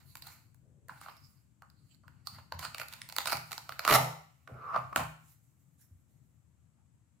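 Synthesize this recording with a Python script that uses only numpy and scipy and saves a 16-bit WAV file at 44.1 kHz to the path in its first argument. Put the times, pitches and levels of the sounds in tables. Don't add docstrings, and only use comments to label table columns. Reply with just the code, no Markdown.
import sys
import numpy as np
from scipy import signal
from scipy.fft import rfft, irfft
from scipy.io import wavfile

SR = 44100
rng = np.random.default_rng(int(sys.argv[2]) if len(sys.argv) > 2 else 0)


def digitize_waveform(pressure):
    field = np.atleast_2d(pressure).T
    bounded = np.clip(field, -1, 1)
    quanta = np.round(bounded * 32767).astype(np.int16)
    wavfile.write(sys.argv[1], SR, quanta)


def volts_from_decibels(level):
    exponent = np.asarray(level, float) / 20
    return 10 ** exponent


N = 317512


def in_time(rows):
    s, *columns = np.transpose(rows)
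    t = np.arange(N) / SR
    return np.array([np.interp(t, s, c, left=-150, right=-150) for c in columns])


def rms_one(x):
    return x / np.sqrt(np.mean(x ** 2) + 1e-20)


def wobble(hz):
    return rms_one(signal.sosfilt(signal.butter(2, hz, fs=SR, output="sos"), rng.standard_normal(N)))


def coloured(spectrum, alike):
    mid, side = rng.standard_normal((2, N))
    both = np.sqrt(1 + alike) * mid + np.sqrt(1 - alike) * side * [[1], [-1]]
    hz, level_db = np.transpose(spectrum)
    log_hz = np.log(np.fft.rfftfreq(N, 1 / SR) + 1)
    shape = volts_from_decibels(np.interp(log_hz, np.log(hz), level_db, left=-150, right=-150))
    return rms_one(irfft(rfft(both) * shape, N))


def bursts(times, gains, decay_s):
    marks = np.full((2, N), 1e-18)
    marks[:, np.round(np.array(times) * SR).astype(int)] = gains
    return signal.lfilter([1], [1, -np.exp(-1 / (decay_s * SR))], marks)


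def swells(rows, longest_s):
    t = np.arange(0, N + 32, 32) / SR
    out = []
    for s, rise_s, fall_s, db, _ in rows:
        corners_s = [s - abs(rise_s), s, s + 5 * abs(fall_s)]
        out.append(np.interp(t, corners_s, [db - 14, db, db - 100], left=-150))
    return np.where(t > np.array(rows)[:, :1] + longest_s, -150, out)


def fine(coarse):
    return np.interp(np.arange(N) / 32, np.arange(len(coarse)), coarse)


def share(rows, kind):
    hollow_db = np.array(rows)[:, -1]
    wall_db, wall_share, pad_db, pad_share = kind
    return np.array([hollow_db, wall_db + wall_share * hollow_db, pad_db + pad_share * hollow_db, 0 * hollow_db])


# (start t/s, end t/s)
PAD_GIVES = (3.86, 3.92)


def body(x, modes, patchy_db=0):
    out, power = 0, 0
    apart = np.interp(np.arange(N) / SR, PAD_GIVES, [0, 1])
    for k, (hz, width_hz, level_db, apart_db) in enumerate(modes):
        r = np.exp(-np.pi * width_hz / SR)
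        a = [1, -2 * r * np.cos(2 * np.pi * hz / SR), r * r]
        b = (1 - r * r) / 2 * np.array([1, 0, -1])
        wander = np.interp(np.arange(N), np.arange(0, N + 1200, 1200), rng.standard_normal(N // 1200 + 2))
        struck = x * volts_from_decibels(level_db + apart * (apart_db - level_db) + patchy_db * wander) + 1e-18
        out = out + (-1) ** k * signal.lfilter(b, a, struck)
        power += volts_from_decibels(level_db) ** 2 * np.pi * width_hz / SR
    return out / np.sqrt(power)


def scrapes(rows, width_hz, alike):
    longest_s = 0.28
    swing = signal.sosfilt(signal.butter(2, width_hz / 2, fs=SR, output="sos"), rng.standard_normal((2, 2, N)))
    one, other = rms_one(swing[0]) + 1j * rms_one(swing[1])
    both, out = np.array([one, alike * one + (1 - alike) * other]), np.zeros((2, N))
    for row, level_db in zip(rows, swells(rows, longest_s)):
        a = max(int((row[0] - abs(row[1])) * SR) - 64, 0)
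        b = min(int((row[0] + longest_s) * SR) + 64, N)
        tone = np.exp(2j * np.pi * row[-1] * np.arange(a, b) / SR)
        out[:, a:b] += volts_from_decibels(fine(level_db)[a:b]) * np.real(both[:, a:b] * tone)
    return out


# (f/Hz, level/dB per Hz)
RUMBLE_SPECTRUM = [(15, -66), (25, -36.5), (48, -23.5), (70, -4), (135, 0.5), (200, -12.5), (229, -12.5),
                   (257, -18.5), (287, -16), (390, -29), (700, -40), (910, -69), (1540, -120)]
# (t/s, level/dB, left over right
# level/dB)
RUMBLE_LEVEL = [(0.0, -65.5, 7), (1.6, -68.5, 8.5), (2.26, -65.5, 7), (2.42, -65.5, 9), (3.83, -65, 3.5),
                (4.02, -63, 2.4), (4.33, -73, 8), (4.91, -60.5, 8), (5.31, -71.5, 8.5), (6.1, -69.5, 9),
                (7.2, -71.5, 7.5)]
# (f/Hz, level/dB per Hz)
HISS_SPECTRUM = [(290, -32.5), (500, -5), (960, -6.5), (1320, -8.5), (1420, -8.5), (1770, -10.5),
                 (4730, -18.5), (5470, -17), (7860, -5.5), (8700, -15), (10500, -15.5), (13800, -23),
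                 (16900, -21.5)]


def floor():
    level_db, left_db = in_time(RUMBLE_LEVEL)
    lumps = volts_from_decibels(level_db + 3.0 + 0.74 * wobble(6))
    rumble = coloured(RUMBLE_SPECTRUM, alike=0.6) * lumps * volts_from_decibels(left_db * [[.5], [-.5]])
    hiss = volts_from_decibels(-81.5) * coloured(HISS_SPECTRUM, alike=0.072) * volts_from_decibels([[1.5], [-1.5]])
    return rumble + hiss


# (t/s, crack level/dB, shell above crack level/dB)
FINGER_TICKS = [(0.154, -40, -9.5), (0.17, -49.5, -9), (0.222, -41.5, -6), (0.241, -65, 1),
                (0.269, -47.5, -4), (0.545, -61.5, -2)]
BLADE_TICKS = [(1.167, -62.5, -11), (1.7, -62, 0), (1.946, -70, -12), (2.271, -38, 0), (2.522, -47, 15.5),
               (2.65, -48, 13), (3.579, -40.5, 3.5)]
KNOCKS = [(0.884, -52.5, 8.6), (0.894, -63.5, 25.8), (1.013, -50.5, 9.8), (1.061, -67, 27),
          (1.084, -64, 27), (1.621, -57, 10.7), (2.035, -83.5, 25.4), (2.08, -61.5, 17.3),
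          (2.385, -69, 21.5)]
FIRST_HOOKS = [(2.592, -40, 1), (2.627, -53.5, 11.5), (2.746, -40, 3.5), (2.782, -41.5, 0), (2.798, -40, 8),
               (2.815, -46.5, 14.5), (2.832, -52.5, 8), (2.884, -43.5, -23), (2.926, -47, -4),
               (2.936, -44, -1), (3.017, -40.5, -4), (3.089, -42.5, -12), (3.098, -46.5, 0),
               (3.124, -41, -2.5)]
TORN_HOOKS = [(3.164, -32.5, -2), (3.184, -29, 5.5), (3.204, -46, 8.5), (3.216, -44.5, 6.5),
              (3.257, -32.5, 3.5), (3.272, -33.5, 4), (3.277, -41, 1), (3.284, -42.5, 10.5),
              (3.297, -40.5, 4), (3.303, -43, 4), (3.315, -44, 3), (3.321, -32, 7), (3.328, -30, 10.5),
              (3.353, -47.5, 7.5), (3.37, -39, 2), (3.51, -49, 4.5), (3.5178, -38, 5.5), (3.529, -38.5, 5),
              (3.692, -42.5, 10.5), (3.722, -48.5, 13), (3.793, -33.5, 7), (3.85, -30.5, 9.5),
              (3.865, -46, 9), (3.8768, -28, 12), (3.885, -36.5, 9.5), (3.891, -37, 13), (3.895, -37, 11),
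              (3.8982, -30.5, 8), (3.908, -32.5, 11.5), (3.9115, -31.5, 11.5), (3.924, -33, 13.5),
              (3.9275, -32.5, 10.5), (3.9389, -28, 7), (3.952, -31, 9), (3.963, -33, 7.5),
              (3.9475, -29, 4.5), (3.9565, -29.5, 4.5)]
HALVES_CLACK = [(4.4755, -60, 20), (4.7442, -66, 29), (4.7745, -60, 26), (4.7612, -52.5, 34),
                (4.787, -63.5, 28), (4.929, -59.5, 22), (4.9602, -23.5, 11), (4.975, -41.5, 15),
                (4.994, -48, 22), (5.004, -50.5, 15), (5.012, -52, 17.5), (5.034, -53.5, 5)]
# (wall level/dB, wall share of hollowness, pad level/dB, pad share)
FINGER = (-11, -0.4, -13, -1)
BLADE = (-14.5, 0.6, 4.5, 0.28)
KNOCK = (-10, 0.47, -13.5, 0.63)
HOOK = (0.2, 0.27, 1.5, 0.17)
CLACK = (-2.5, .5, -9, 0.4978)


def contacts():
    kinds = [(FINGER_TICKS, FINGER), (BLADE_TICKS, BLADE), (KNOCKS, KNOCK),
             (HALVES_CLACK, CLACK), (FIRST_HOOKS, HOOK), (TORN_HOOKS, HOOK)]
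    s, crack_db, _ = np.vstack([rows for rows, kind in kinds]).T
    return s, crack_db + np.hstack([share(rows, kind) for rows, kind in kinds])


# (peak t/s, rise t/s, fall t/s per 20 dB, crack level/dB, shell above it level/dB)
RUBS = [(0.002, 0.0018, -0.07, -64.5, 6), (0.269, 0.035, -0.15, -51.5, 0), (0.896, .006, 0.18, -69.5, 18.5),
        (0.96, .06, 0.46, -65, 1.5), (1.03, 0.047, 0.17, -57.5, 4.5), (1.099, 0.03, 0, -61, 16),
        (1.957, .24, 0, -73, -6), (2.087, 0.061, -7, -85, 11.5), (2.266, .017, 0.18, -57, -5),
        (2.35, .05, 0.07, -59.5, 6), (2.39, .02, .05, -63, 9), (2.551, 0.031, 0, -63, 11),
        (2.649, 0.062, 0.06, -45, 6), (2.82, 0.05, 0.01, -48.5, 7.5), (2.93, .05, 0.25, -60, 6),
        (3.157, 0.078, 0.3, -62, -5), (3.272, .02, 0.05, -43, 0), (3.325, .014, 0.056, -41, 2.5),
        (3.56, .045, 1.03, -62, 2.5), (3.845, .028, 0.15, -53, 15), (4.705, .224, 0.12, -72, 21),
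        (4.75, 0.039, 0.1136, -66.5, 29), (4.97, .008, .09, -44, 3), (5.001, 0.02, 0.05, -51, 13)]
# (peak t/s, rise t/s, fall t/s per 20 dB, crack level/dB, shell above it level/dB)
BRUSHES = [(0.085, 0.1, 0.3, -61, -12), (.93, .04, .2, -64, -8), (1.11, .05, .15, -63, -8),
           (1.248, 0.085, 0.25, -66, -14), (4.5, 0.034, 0.3, -71, 0), (4.76, .1, 0.48, -67, 0),
           (3.475, .02, 0.76, -58.5, -13), (5.308, 0.12, 0.1, -60.5, -12), (5.45, 0.16, 0.75, -74.5, -23.5),
           (5.6, .06, 0.9, -76, -26), (5.82, 0.039, 0.06, -58.5, -19), (5.89, .04, 0.4, -77, -19),
           (6.09, 0.032, 0.64, -77, -7.5)]
# (wall level/dB, wall share of hollowness, pad level/dB, pad share)
RUB = (-3.5, 0.74, -3.5, 0.4627)
BRUSH = (-3, 0.9, -4, 0.5)
# (t/s, crack level/dB)
RIP = [
    (3.878, -50),
    (3.9, -39.5),
    (3.92, -36),
    (3.93, -31.5),
    (3.945, -29.5),
    (3.961, -31),
    (3.968, -46),
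    (4.05, -62),
]


def friction(s, levels_db):
    swollen = swells(RUBS + BRUSHES, N / SR)
    shares = np.hstack([share(RUBS, RUB), share(BRUSHES, BRUSH)])
    bed = []
    for part, db in zip(shares, levels_db):
        rubbing = volts_from_decibels(fine(np.max(swollen + part[:, None], axis=0)))
        settle = bursts(s, volts_from_decibels(db - 17.5), 0.016)[0]
        lead_in = bursts((N - 1) / SR - s, volts_from_decibels(db - 22.5), 0.0046)[0, ::-1]
        bed.append(rubbing + settle + lead_in)
    rip_db = in_time(RIP)[0] + share([[7.5]], RUB)
    return np.array(bed) + volts_from_decibels(rip_db)


def hook_slips(crack):
    per_s = (250 + 6000 * volts_from_decibels(26.0) * crack) * volts_from_decibels(2.2 * wobble(34))
    slips = (rng.random(N) < per_s / SR) * volts_from_decibels(2.76 * np.minimum(rng.exponential(1, N), 3))
    slips = (signal.lfilter([1], [1, -.982], slips) + .6) / (1 + per_s / 500)
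    grain = crack / (crack + volts_from_decibels(-55.5))
    return grain * slips + (1 - grain) * 0.8


# (f/Hz, width f/Hz, joined level/dB, once apart level/dB)
SHELL = [(300, 110, -20, -16), (460, 90, -17, -14.5), (665, 130, -4.5, -2.5), (830, 200, -1.5, -0.5),
         (1010, 250, 0.5, 0.4), (1200, 250, 0.6, 0.5), (1420, 220, 0.8, -4)]
WALL = [(1694, 260, -11.5, -7), (1910, 400, -2.5, -2.5), (2286, 320, -1, -0.5), (2796, 490, -6, -7)]
PAD = [(3910, 600, -3.5, -3.5), (4450, 420, 4, -0.5), (5174, 1400, -6.5, -6)]
CRACK = [(7136, 1600, -1.2, -0.76), (9660, 1300, 0.3, 0.065), (12145, 2500, 0.51, 0.99),
         (16070, 1800, 0.33, 0.21)]


def fruit():
    s, levels_db = contacts()
    bed = friction(s, levels_db)
    slips = hook_slips(bed[3])
    white = rng.standard_normal((2, 2, N))
    # modes, decay in s, left-right likeness, snap dB, left over right dB, first kick
    parts = [(SHELL, .0008, .72, 4.2, -1.8, 6.5), (WALL, .001, .68, 3.2, -.8, 4.5),
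             (PAD, .0012, .25, 5.5, -4.2, 3.0), (CRACK, .0014, .2, 3.5, -2.2, 1.8)]
    out = 0
    for k, (modes, decay_s, alike, snap_db, left_db, kick) in enumerate(parts):
        chatter, other = white[k % 2]
        chatter = chatter.copy()
        chatter[np.round(s * SR).astype(int)] = kick
        noise = np.array([chatter, alike * chatter + np.sqrt(1 - alike ** 2) * other])
        noise = noise * volts_from_decibels([[left_db / 2], [-left_db / 2]])
        snaps = bursts(s, volts_from_decibels(levels_db[k] + snap_db), decay_s)
        rustle = volts_from_decibels(-0.5) * bed[k] * slips
        ringing = body(noise * (snaps + rustle), modes, patchy_db=2.5)
        top_hz = min(1.5 * modes[-1][0], 20000)
        out = out + signal.sosfilt(signal.butter(3, top_hz, fs=SR, output="sos"), ringing)
    return out


# (f/Hz, 60 dB decay t/s, level/dB)
ROOM = [(153, 0.32, -4.5), (600, 0.36, -3.5), (1299, 0.48, -6.5), (2479, 0.49, -5), (4367, 0.5, -7.5),
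        (6960, 0.47, -4), (10004, 0.37, -5), (13480, 0.44, -6.5)]


def room(x):
    t = np.arange(round(.7 * SR)) / SR
    centres = np.array(ROOM)[:, 0]
    edges = np.r_[60, np.sqrt(centres[1:] * centres[:-1]), 19000]
    tail = 0
    for (hz, t60, level_db), low, high in zip(ROOM, edges, edges[1:]):
        band_pass = signal.butter(2, [low, high], "band", fs=SR, output="sos")
        band = signal.sosfilt(band_pass, rng.standard_normal((2, len(t))))
        band[1] += np.clip(1 - hz / 500, 0, 1) * (band[0] - band[1])
        fade = volts_from_decibels(-60 * t / t60) * np.clip((t - .003) / 0.0043, 0, 1)
        tail = tail + volts_from_decibels(level_db) * band * fade / np.sqrt(np.sum(fade ** 2))
    return signal.fftconvolve(np.mean(x, axis=0)[None], tail, axes=1)[:, :N]


# (peak t/s, rise t/s, fall t/s per 20 dB, level/dB, f/Hz)
SWISHES = [(0.2225, 0.0028, 0.016, -44, 4230), (0.2715, 0.009, 0.014, -48, 4250),
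           (.294, .028, 0.011, -56.5, 4220), (.11, .05, 0.065, -65.5, 4270), (1.105, .032, .065, -67, 5000),
           (1.172, 0.013, .045, -64, 5150), (1.248, 0.037, 0.066, -64, 5050),
           (1.378, .034, 0.069, -78, 4840), (1.102, 0.046, 0.13, -65.5, 2520),
           (1.917, .03, .035, -71.5, 2840), (1.928, 0.054, .042, -73, 4390), (1.79, .052, .11, -77, 4340),
           (1.918, 0.03, .042, -70.5, 7490), (2.275, .004, 0.033, -47, 4460), (2.35, .04, .05, -57, 4520),
           (2.655, 0.047, 0.057, -47, 4370), (3.3, 0.048, 0.062, -45.5, 4504),
           (5.826, .026, .042, -73, 5630)]


def swishes():
    return volts_from_decibels(-0.4) * scrapes(SWISHES, width_hz=600, alike=0.13) * volts_from_decibels([[-1.5], [1.5]])


# (peak t/s, rise t/s, fall t/s per 20 dB, level/dB, f/Hz)
BOARD = [
    (0.64, 0.015, 1.2, -73.5, 408),
    (3.914, 0.027, -0.05, -29.5, 395),
    (3.951, 0.032, 0.15, -27.5, 770),
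    (4.49, 0.011, .4, -54, 547),
    (5.011, 0.053, 0.09, -44.5, 847.5),
    (6.791, 0.03, -0.1, -82, 808),
    (6.101, 0.022, -0.2, -82, 546),
]


def board():
    return volts_from_decibels(-1.1) * scrapes(BOARD, width_hz=310, alike=0.86) * volts_from_decibels([[-.8], [.8]])


# (t/s, deep modes level/dB, top modes level/dB)
THUDS = [(0.9, -64, -53), (2.316, -50.5, -51.5), (2.369, -59, -56), (2.532, -44.5, -47),
         (2.665, -55.5, -52), (3.333, -54, -41.5), (3.9, -39, -35), (3.929, -46, -28), (3.99, -60, -33),
         (4.504, -48.5, -40), (4.769, -65, -45.5), (4.964, -45, -37), (4.997, -45, -41),
         (5.903, -50.5, -65)]
# (f/Hz, width f/Hz, joined level/dB, once apart level/dB)
TABLE_DEEP = [(66.5, 9.3, -4, -3.5), (88, 17, 0.5, 0.8)]
TABLE_TOP = [(128, 9.1, -5, -2.5), (156.8, 4.1, 2, 2.5), (237.7, 60, -16.5, -17)]


def table():
    s, deep_db, top_db = np.transpose(THUDS)
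    shake, out = rng.standard_normal(N), 0
    for modes, level_db in [(TABLE_DEEP, deep_db), (TABLE_TOP, top_db)]:
        rattle = signal.lfilter([.004], [1, -.996], bursts(s, volts_from_decibels(level_db - 2), 0.023)) * shake
        push = bursts(s + .006, volts_from_decibels(level_db - 4), 0.00088)
        out = out + body(rattle + push, modes)
    low_band = signal.butter(2, [45, 260], "band", fs=SR, output="sos")
    return signal.sosfilt(low_band, out) * volts_from_decibels([[.6], [-.6]])


# (peak t/s, rise t/s, fall t/s per 20 dB, level/dB, f/Hz)
SLIDES = [(1.092, .05, .048, -53.5, 1080), (1.623, .003, .04, -54, 1200), (4.7625, .002, .012, -22, 1120),
          (4.746, .006, .012, -32, 1250), (2.038, .0035, .095, -65.5, 1207), (4.477, .003, .008, -42, 1450),
          (4.93, .006, .009, -32, 1110), (4.9625, .0025, .013, -22, 1155), (4.997, .013, .072, -35.5, 1055),
          (5.821, .032, .03, -74.5, 1705), (6.791, .036, .042, -80.5, 1405)]


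def slides():
    return volts_from_decibels(0.7) * scrapes(SLIDES, width_hz=336, alike=0.44) * volts_from_decibels([[-.8], [.8]])


# (t/s, level/dB, f/Hz)
PARTING = [
    (4.485, -62, 1399),
    (4.6, -50, 1285),
    (4.685, -38, 1203),
    (4.735, -37, 1170),
    (4.746, -29, 1154),
    (4.764, -24.5, 1150),
    (4.79, -49.5, 1120),
    (4.84, -56.5, 1100),
    (4.92, -66, 1093),
]


def parting():
    level_db, hz = in_time(PARTING)
    alike = 0.32
    narrow = signal.butter(2, 270 / 2, fs=SR, output="sos")
    swing = signal.sosfilt(narrow, rng.standard_normal((2, 2, N)))
    one, other = np.real((swing[0] + 1j * swing[1]) * np.exp(2j * np.pi * np.cumsum(hz) / SR))
    both = rms_one(np.array([one, alike * one + (1 - alike) * other]))
    return volts_from_decibels(level_db - 2.5) * both * volts_from_decibels([[-.8], [.8]])


# (t/s, left over right level/dB)
HANDS = [(0.0, -4), (0.04, -4.5), (0.76, -2), (1.38, -7), (1.54, -2), (1.94, -8), (2.17, -1), (2.26, -5),
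         (2.32, -2), (2.69, -3.5), (5.9, -3), (7.2, 0.5)]


def scene():
    toy = fruit() + swishes() + board() + slides() + parting()
    near = toy * volts_from_decibels((in_time(HANDS) + 1.0) * [[.5], [-.5]]) + table()
    return floor() + near + room(near)


def band_limit(x):
    return signal.sosfilt(signal.butter(12, 16700, fs=SR, output="sos"), x)


def record(dry):
    rounded = 0.89 * np.tanh(dry / 0.91)
    mix = signal.sosfilt(signal.cheby2(6, 24, 16150, fs=SR, output="sos"), rounded)
    return band_limit(mix)


dry = scene()
out = record(dry)
digitize_waveform(out)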